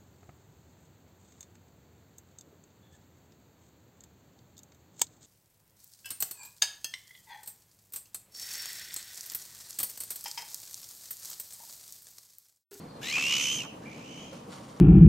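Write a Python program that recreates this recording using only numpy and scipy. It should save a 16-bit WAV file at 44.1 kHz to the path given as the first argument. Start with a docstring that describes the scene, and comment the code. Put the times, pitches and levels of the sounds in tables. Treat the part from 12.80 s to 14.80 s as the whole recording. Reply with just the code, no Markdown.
"""Grebe call on open water

Heard from the shore, in stereo: one harsh near call, a rising whistle that drops as it closes,
broken by about seventy rasping bursts a second (sine overtones, with clicks and air ringing a throat).
A fainter, blurred call of the same kind comes from far across the lake, mostly as reflections.
Wavelets plop (rising sines in froth) and splash (sprays of noise), and a small bird pipes faintly
as a wavering sine over a low distant rumble of coloured noise."""
import sys
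import numpy as np
from scipy import signal
from scipy.fft import rfft, irfft
from scipy.io import wavfile
from scipy.ndimage import uniform_filter1d

SR = 44100
rng = np.random.default_rng(int(sys.argv[2]) if len(sys.argv) > 2 else 0)


def master_out(mix):
    """Clip the mix to full scale and print it as 16-bit PCM to the path in sys.argv[1]."""
    frames = np.transpose(np.atleast_2d(mix))
    ceiling = np.clip(frames, -1, 1)
    pcm = np.round(ceiling * 32767).astype(np.int16)
    wavfile.write(sys.argv[1], SR, pcm)


N = 88200  # samples, two seconds


def undb(db):
    """Decibels to amplitude gain."""
    return 10 ** (np.asarray(db) / 20)


def unit(x):
    """Scale to rms 1."""
    return x / np.sqrt(np.mean(x ** 2))


def colour(x, points):
    """Minimum-phase filter through (f/Hz, level/dB) points joined on a log-frequency axis."""
    hz, db = np.array(points, float).T
    f = np.maximum(np.arange(N // 2 + 1) * SR / N, 1)
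    log_gain = np.log(undb(np.interp(np.log(f), np.log(hz), db)))
    # folding the cepstrum forward makes the filter causal
    cepstrum = irfft(log_gain, N)
    cepstrum[1:N // 2] *= 2
    cepstrum[N // 2 + 1:] = 0
    return irfft(rfft(x) * np.exp(rfft(cepstrum)), N)


def walk(rate):
    """Smooth random wander with spread 1; a higher rate in Hz wanders faster."""
    k = max(int(SR / rate), 1)
    noise = rng.standard_normal(N)
    return unit(uniform_filter1d(uniform_filter1d(noise, k), k))


def reflect(x, t60, damp_hz):
    """Diffuse reflections: a decaying noise tail, different in each ear, with a dulled treble."""
    t = np.arange(N) / SR
    pole = np.exp(-2 * np.pi * damp_hz / SR)
    tail = signal.lfilter([1 - pole], [1, -pole], rng.standard_normal((2, N)))
    tail *= undb(-60 * t / t60)
    tail /= np.sqrt(np.sum(tail ** 2, axis=1, keepdims=True))
    return signal.fftconvolve(x[None], tail, axes=1)[:, :N]


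# near call: t/s, pitch f/Hz, whistle level/dB, octave overtone level/dB, rasp level/dB
NEAR_CALL = [(.215, 1617, -50, -67, -56), (.235, 1740, -48, -46, -42), (.26, 1850, -46, -44.5, -39.5),
             (.295, 2040, -39.5, -42.5, -35), (.312, 2146, -38.5, -38.5, -37),
             (.328, 2400, -33.5, -44, -34.5), (.36, 2506, -25, -37, -34), (.385, 2620, -28, -39, -35),
             (.42, 2600, -32, -41, -33), (.47, 2808, -29.5, -36.5, -34), (.53, 2947, -26.5, -42, -29.5),
             (.62, 3038, -36.5, -28, -31.5), (.71, 3071, -28.5, -30.5, -36), (.76, 3187, -38, -29, -40.5),
             (.80, 3055, -37.5, -38, -40), (.818, 2734, -34, -47, -43.5), (.832, 2623, -46, -55, -44.5),
             (.86, 2630, -61, -72, -53)]
# call from far across the lake: t/s, pitch f/Hz, whistle level/dB, octave level/dB, rasp level/dB
FAR_CALL = [(1.02, 1495, -56, -65, -61.5), (1.045, 1823, -60.5, -97, -60), (1.06, 2315, -47.5, -82, -61),
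            (1.12, 2300, -54, -65, -56.5), (1.22, 2740, -57, -65, -57.5), (1.32, 3030, -53, -55, -53.5),
            (1.43, 3155, -54, -51.5, -56.5), (1.51, 3126, -75, -70, -57.5), (1.58, 2820, -72, -69, -63)]
NEAR_JITTER, FAR_JITTER = .008, .03  # pitch wander, as a share of the pitch
RIPPLE_T60_S, RIPPLE_DB = .07, -14
SHORE_T60_S, SHORE_DAMP_HZ, SHORE_DB, SHORE_DELAY_S = 0.35, 2500, -17, .07
FAR_WET_DB, FAR_DIRECT_DB, FAR_T60_S = -2.5, -3, 0.67


def calls(t):
    """The near call, scattered by ripples and returned by the shore, and the far call, mostly reflections."""
    near = grebe(NEAR_CALL, t, NEAR_JITTER) + clucks(t)
    far = grebe(FAR_CALL, t, FAR_JITTER)
    direct = placed(near + undb(FAR_DIRECT_DB) * far, t) + bill_hiss(t)
    ripples = undb(RIPPLE_DB) * reflect(near, RIPPLE_T60_S, damp_hz=12100)
    delayed = np.pad(near, (int(SHORE_DELAY_S * SR), 0))[:N]
    shore = undb(SHORE_DB) * reflect(delayed, SHORE_T60_S, SHORE_DAMP_HZ)
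    far_reflections = undb(FAR_WET_DB) * reflect(far, FAR_T60_S, damp_hz=7940)
    return direct + ripples + shore + far_reflections


# overtones 3 and 4 against the octave, before the bill: level/dB
UPPER_OVERTONES = [-8, -7]
# what the bill passes of the overtones: f/Hz, level/dB
BILL = [(3000, -3), (4000, 5), (5000, -10.5), (6200, -7.5), (8000, 2), (9200, -16.5), (11000, -14),
        (15000, -35)]
# throat and bill colour of the rasp: f/Hz, relative level/dB per Hz
THROAT = [(400, -33), (800, -28), (1150, -8.5), (1600, -21.5), (2050, -6.5), (2450, 4), (3100, 1.5),
          (3500, -7), (4500, -8.5), (5300, -5), (6400, -4), (7300, -7.5), (8200, -20), (10000, -23.5),
          (12500, -28.5), (16000, -26)]
FIRST_BURST_S, FLUTTER_HZ, FLUTTER_SAG_HZ_PER_S = .2450, 73, 12
BURST_WIDTH = .16  # in flutter cycles
BURST_PITCH_DIP, BURST_JITTER = .07, .1  # shares of the pitch
BURST_DUCK = .35  # share of the tone's amplitude lost in a burst
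RASP_BETWEEN_DB, BURST_SCATTER_DB, BREATH_DB = -15, .8, -1
CLICK_HZ, CLICK_SCATTER = 900, .2  # scatter in log rate
OVERTONE_BLUR_RAD, SHIMMER_DB = .4, .8


def grebe(table, t, jitter):
    """A whistle that dips and breaks up at each flutter, while a burst of uneven clicks and air rings the throat."""
    whistle, octave, rasp = (effort(table, t, column) for column in (2, 3, 4))
    age = t - FIRST_BURST_S
    cycle = FLUTTER_HZ * age - FLUTTER_SAG_HZ_PER_S * age ** 2 / 2 + 0.024 * walk(95)
    from_burst = (cycle + .5) % 1 - .5
    burst = np.exp(-.5 * (from_burst / BURST_WIDTH) ** 2)

    pitch = np.interp(t, *np.array(table).T[:2])
    break_up = burst ** 2 * (BURST_JITTER * walk(2000) - BURST_PITCH_DIP)
    hz = pitch * (1 + jitter * walk(285) + break_up)
    phase = 2 * np.pi * np.cumsum(hz) / SR
    blurred = phase + OVERTONE_BLUR_RAD * walk(900)
    overtones = np.sin(2 * blurred)
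    for k, db in enumerate(UPPER_OVERTONES, 3):
        overtones = overtones + undb(db) * np.sin(k * blurred)
    tone = np.sqrt(2) * (whistle * np.sin(phase) + octave * colour(overtones, BILL))
    tone *= (1 - BURST_DUCK * burst) * undb(SHIMMER_DB * walk(180))

    # one click each time the uneven click count passes a whole number
    beats = np.floor(np.cumsum(CLICK_HZ * np.exp(CLICK_SCATTER * walk(700))) / SR)
    clicks = np.diff(beats, prepend=0)
    source = unit(clicks - clicks.mean()) + undb(BREATH_DB) * rng.standard_normal(N)
    drive = burst * undb(BURST_SCATTER_DB * walk(105)) + undb(RASP_BETWEEN_DB)
    return tone + rasp * unit(colour(source * drive, THROAT))


def effort(table, t, column):
    """Gain of one level column of a call, joined in dB; all but silent outside it."""
    rows = np.array(table)
    return undb(np.interp(t, rows[:, 0], rows[:, column], left=-120, right=-120))


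# low croaking clucks as the call swells and as it closes: t/s, pitch f/Hz, level/dB
CLUCKS = [(0.368, 1070, -40.5), (.381, 1080, -37), (.837, 1150, -43), (0.853, 990, -41)]
CLUCK_ATTACK_S, CLUCK_DECAY_S = 0.0012, 0.0088


def clucks(t):
    """Short broad knocks of the lowest throat resonance, as noise peaked at its pitch."""
    out = np.zeros(N)
    for start, hz, db in CLUCKS:
        resonance = [(hz / 3, -35), (hz * .7, -10), (hz, 0), (hz * 1.4, -7), (hz * 4, -35), (hz * 12, -60)]
        ring = unit(colour(rng.standard_normal(N), resonance))
        knock = np.exp(np.minimum((t - start) / CLUCK_ATTACK_S, (start - t) / CLUCK_DECAY_S))
        out += undb(db) * ring * knock
    return out


# steady hiss of air through the bill: f/Hz, relative level/dB per Hz
HISS = [(5000, 2.5), (8300, 0.5), (10800, -2.5), (13300, 3.5), (15000, -10)]
HISS_DB = -48
HISS_START_S, HISS_ATTACK_S, HISS_FADE_S, HISS_RELEASE_S = 0.208, 0.014, 0.772, 0.049


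def bill_hiss(t):
    """Air rushes through the open bill during the near call: noise, separate in each ear."""
    onset = np.clip((t - HISS_START_S) / HISS_ATTACK_S, 0, 1)
    flow = onset * np.exp(-np.maximum(t - HISS_FADE_S, 0) / HISS_RELEASE_S)
    air = np.array([unit(colour(rng.standard_normal(N), HISS)) for _ in range(2)])
    return undb(HISS_DB) * flow * undb(2 * walk(300)) * air


# full lean of the calls: f/Hz, left minus right level/dB
CALL_LEAN = [(1000, -8), (2700, -2.2), (4000, 0.5), (6200, -8.5), (9000, -6.5), (14000, -9)]
# the head turns away: t/s, share of the full lean (negative leans the opposite way)
HEAD_TURN = [(.25, -0.56), (.42, 0.22), (.63, 0.61), (.77, 0.68), (.86, 0.87)]


def placed(x, t):
    """The treble swings from left to right as the bird turns its head."""
    ears = []
    for sign in (1, -1):
        ears.append(colour(x, [(hz, sign * db / 2) for hz, db in CALL_LEAN]))
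    return x + (np.array(ears) - x) * np.interp(t, *np.array(HEAD_TURN).T)


# plops of wavelets: t/s, starting pitch f/Hz, level/dB before the wavelet mix, length/s (peak at half)
PLOPS = [(.868, 472, -45, 0.033), (.958, 460, -47, 0.016), (1.518, 517.7, -37.5, 0.032),
         (1.673, 433, -41, 0.026), (1.796, 463, -41.5, 0.014)]
# splashes: t/s, level/dB before the wavelet mix, decay/s
SPLASHES = [(1.535, -53.5, 0.1), (1.721, -47, 0.042), (1.762, -54.5, 0.055), (1.845, -53.5, 0.017),
            (1.89, -55.5, 0.15)]
# colour of a splash: f/Hz, relative level/dB per Hz
SPRAY = [(300, -13), (700, -1), (1150, 9), (1800, -1), (4500, -1.5), (9000, -7.5), (15000, -25)]
PLOP_RISE, PLOP_FROTH_DB = .1, 0  # rise as a share of the pitch per length
SPLASH_ATTACK_S = 0.014


def wavelets(t):
    """Bubbles rising in pitch in a little froth, and splashes of fine drops as flickering noise."""
    out = np.zeros(N)
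    for start, hz, db, length in PLOPS:
        age = np.clip((t - start) / length, 0, 10)  # in lengths
        bubble = np.sin(2 * np.pi * hz * length * (age + PLOP_RISE * age ** 2 / 2))
        froth = unit(colour(rng.standard_normal(N), [(hz / 4, -40), (hz, 0), (hz * 4, -40)]))
        swell = (2 * age * np.exp(1 - 2 * age)) ** 2
        out += undb(db) * swell * (bubble + undb(PLOP_FROTH_DB) * froth) / 2
    spray = unit(colour(rng.standard_normal(N) * undb(3.3 * walk(1500)), SPRAY))
    for start, db, decay in SPLASHES:
        out += spray * undb(db) * np.exp(np.minimum((t - start) / SPLASH_ATTACK_S, (start - t) / decay))
    return undb(-2) * out + undb(-8) * reflect(out, t60=.06, damp_hz=6000)


# small far bird: t/s, pitch f/Hz, level/dB of the sine's peak
PIPING = [(0, 4360, -60), (.06, 4310, -73), (.105, 4290, -56), (.13, 4110, -70), (.16, 4130, -59),
          (.22, 4160, -70)]


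def small_bird(t):
    """A thin wavering whistle from the bank, heard only through its reflections."""
    when, hz, db = np.array(PIPING).T
    wavering_hz = np.interp(t, when, hz) * (1 + 0.054 * walk(1000))
    phase = 2 * np.pi * np.cumsum(wavering_hz) / SR
    piping = np.sin(phase) * undb(np.interp(t, when, db, right=-120))
    return reflect(piping, t60=0.083, damp_hz=8700)


# lake background: f/Hz, relative level/dB per Hz
LAKE = [(25, -20), (40, -29), (60, -15), (100, -6), (150, 1.5), (260, 0), (320, -2), (375, -11), (480, -4),
        (640, -11.5), (820, -13), (1100, -15), (1450, -22), (2100, -25.5), (3000, -28.5), (5500, -32.5),
        (9000, -35.5), (15000, -44.5)]
# width of the background: f/Hz, side minus mid level/dB
LAKE_WIDTH = [(30, -17), (70, -15), (150, -31), (280, -19), (450, -9.5), (900, 5.5), (2000, -11),
              (12000, -3)]
LAKE_DB, LAKE_FLICKER_DB, LAKE_FLICKER_HZ = -46.5, 1.19, 20


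def lake():
    """Distant rumble, alike in both ears, under a wide wash of lapping water: mid and side noise."""
    mid, side = (unit(colour(rng.standard_normal(N) * undb(LAKE_FLICKER_DB * walk(LAKE_FLICKER_HZ)), LAKE))
                 for _ in range(2))
    side = colour(side, LAKE_WIDTH)
    return undb(LAKE_DB) * (mid + np.array([side, -side]))


def scene():
    """Everything heard from the shore, left and right."""
    t = np.arange(N) / SR
    return calls(t) + wavelets(t) + small_bird(t) + lake()


TOP_HZ = 15400


def record(dry):
    """The top of the treble is cut by a steep low-pass behind the microphones."""
    low_pass = signal.ellip(10, .2, 80, TOP_HZ, fs=SR, output="sos")
    return signal.sosfilt(low_pass, dry)


dry = scene()
out = record(dry)
master_out(out)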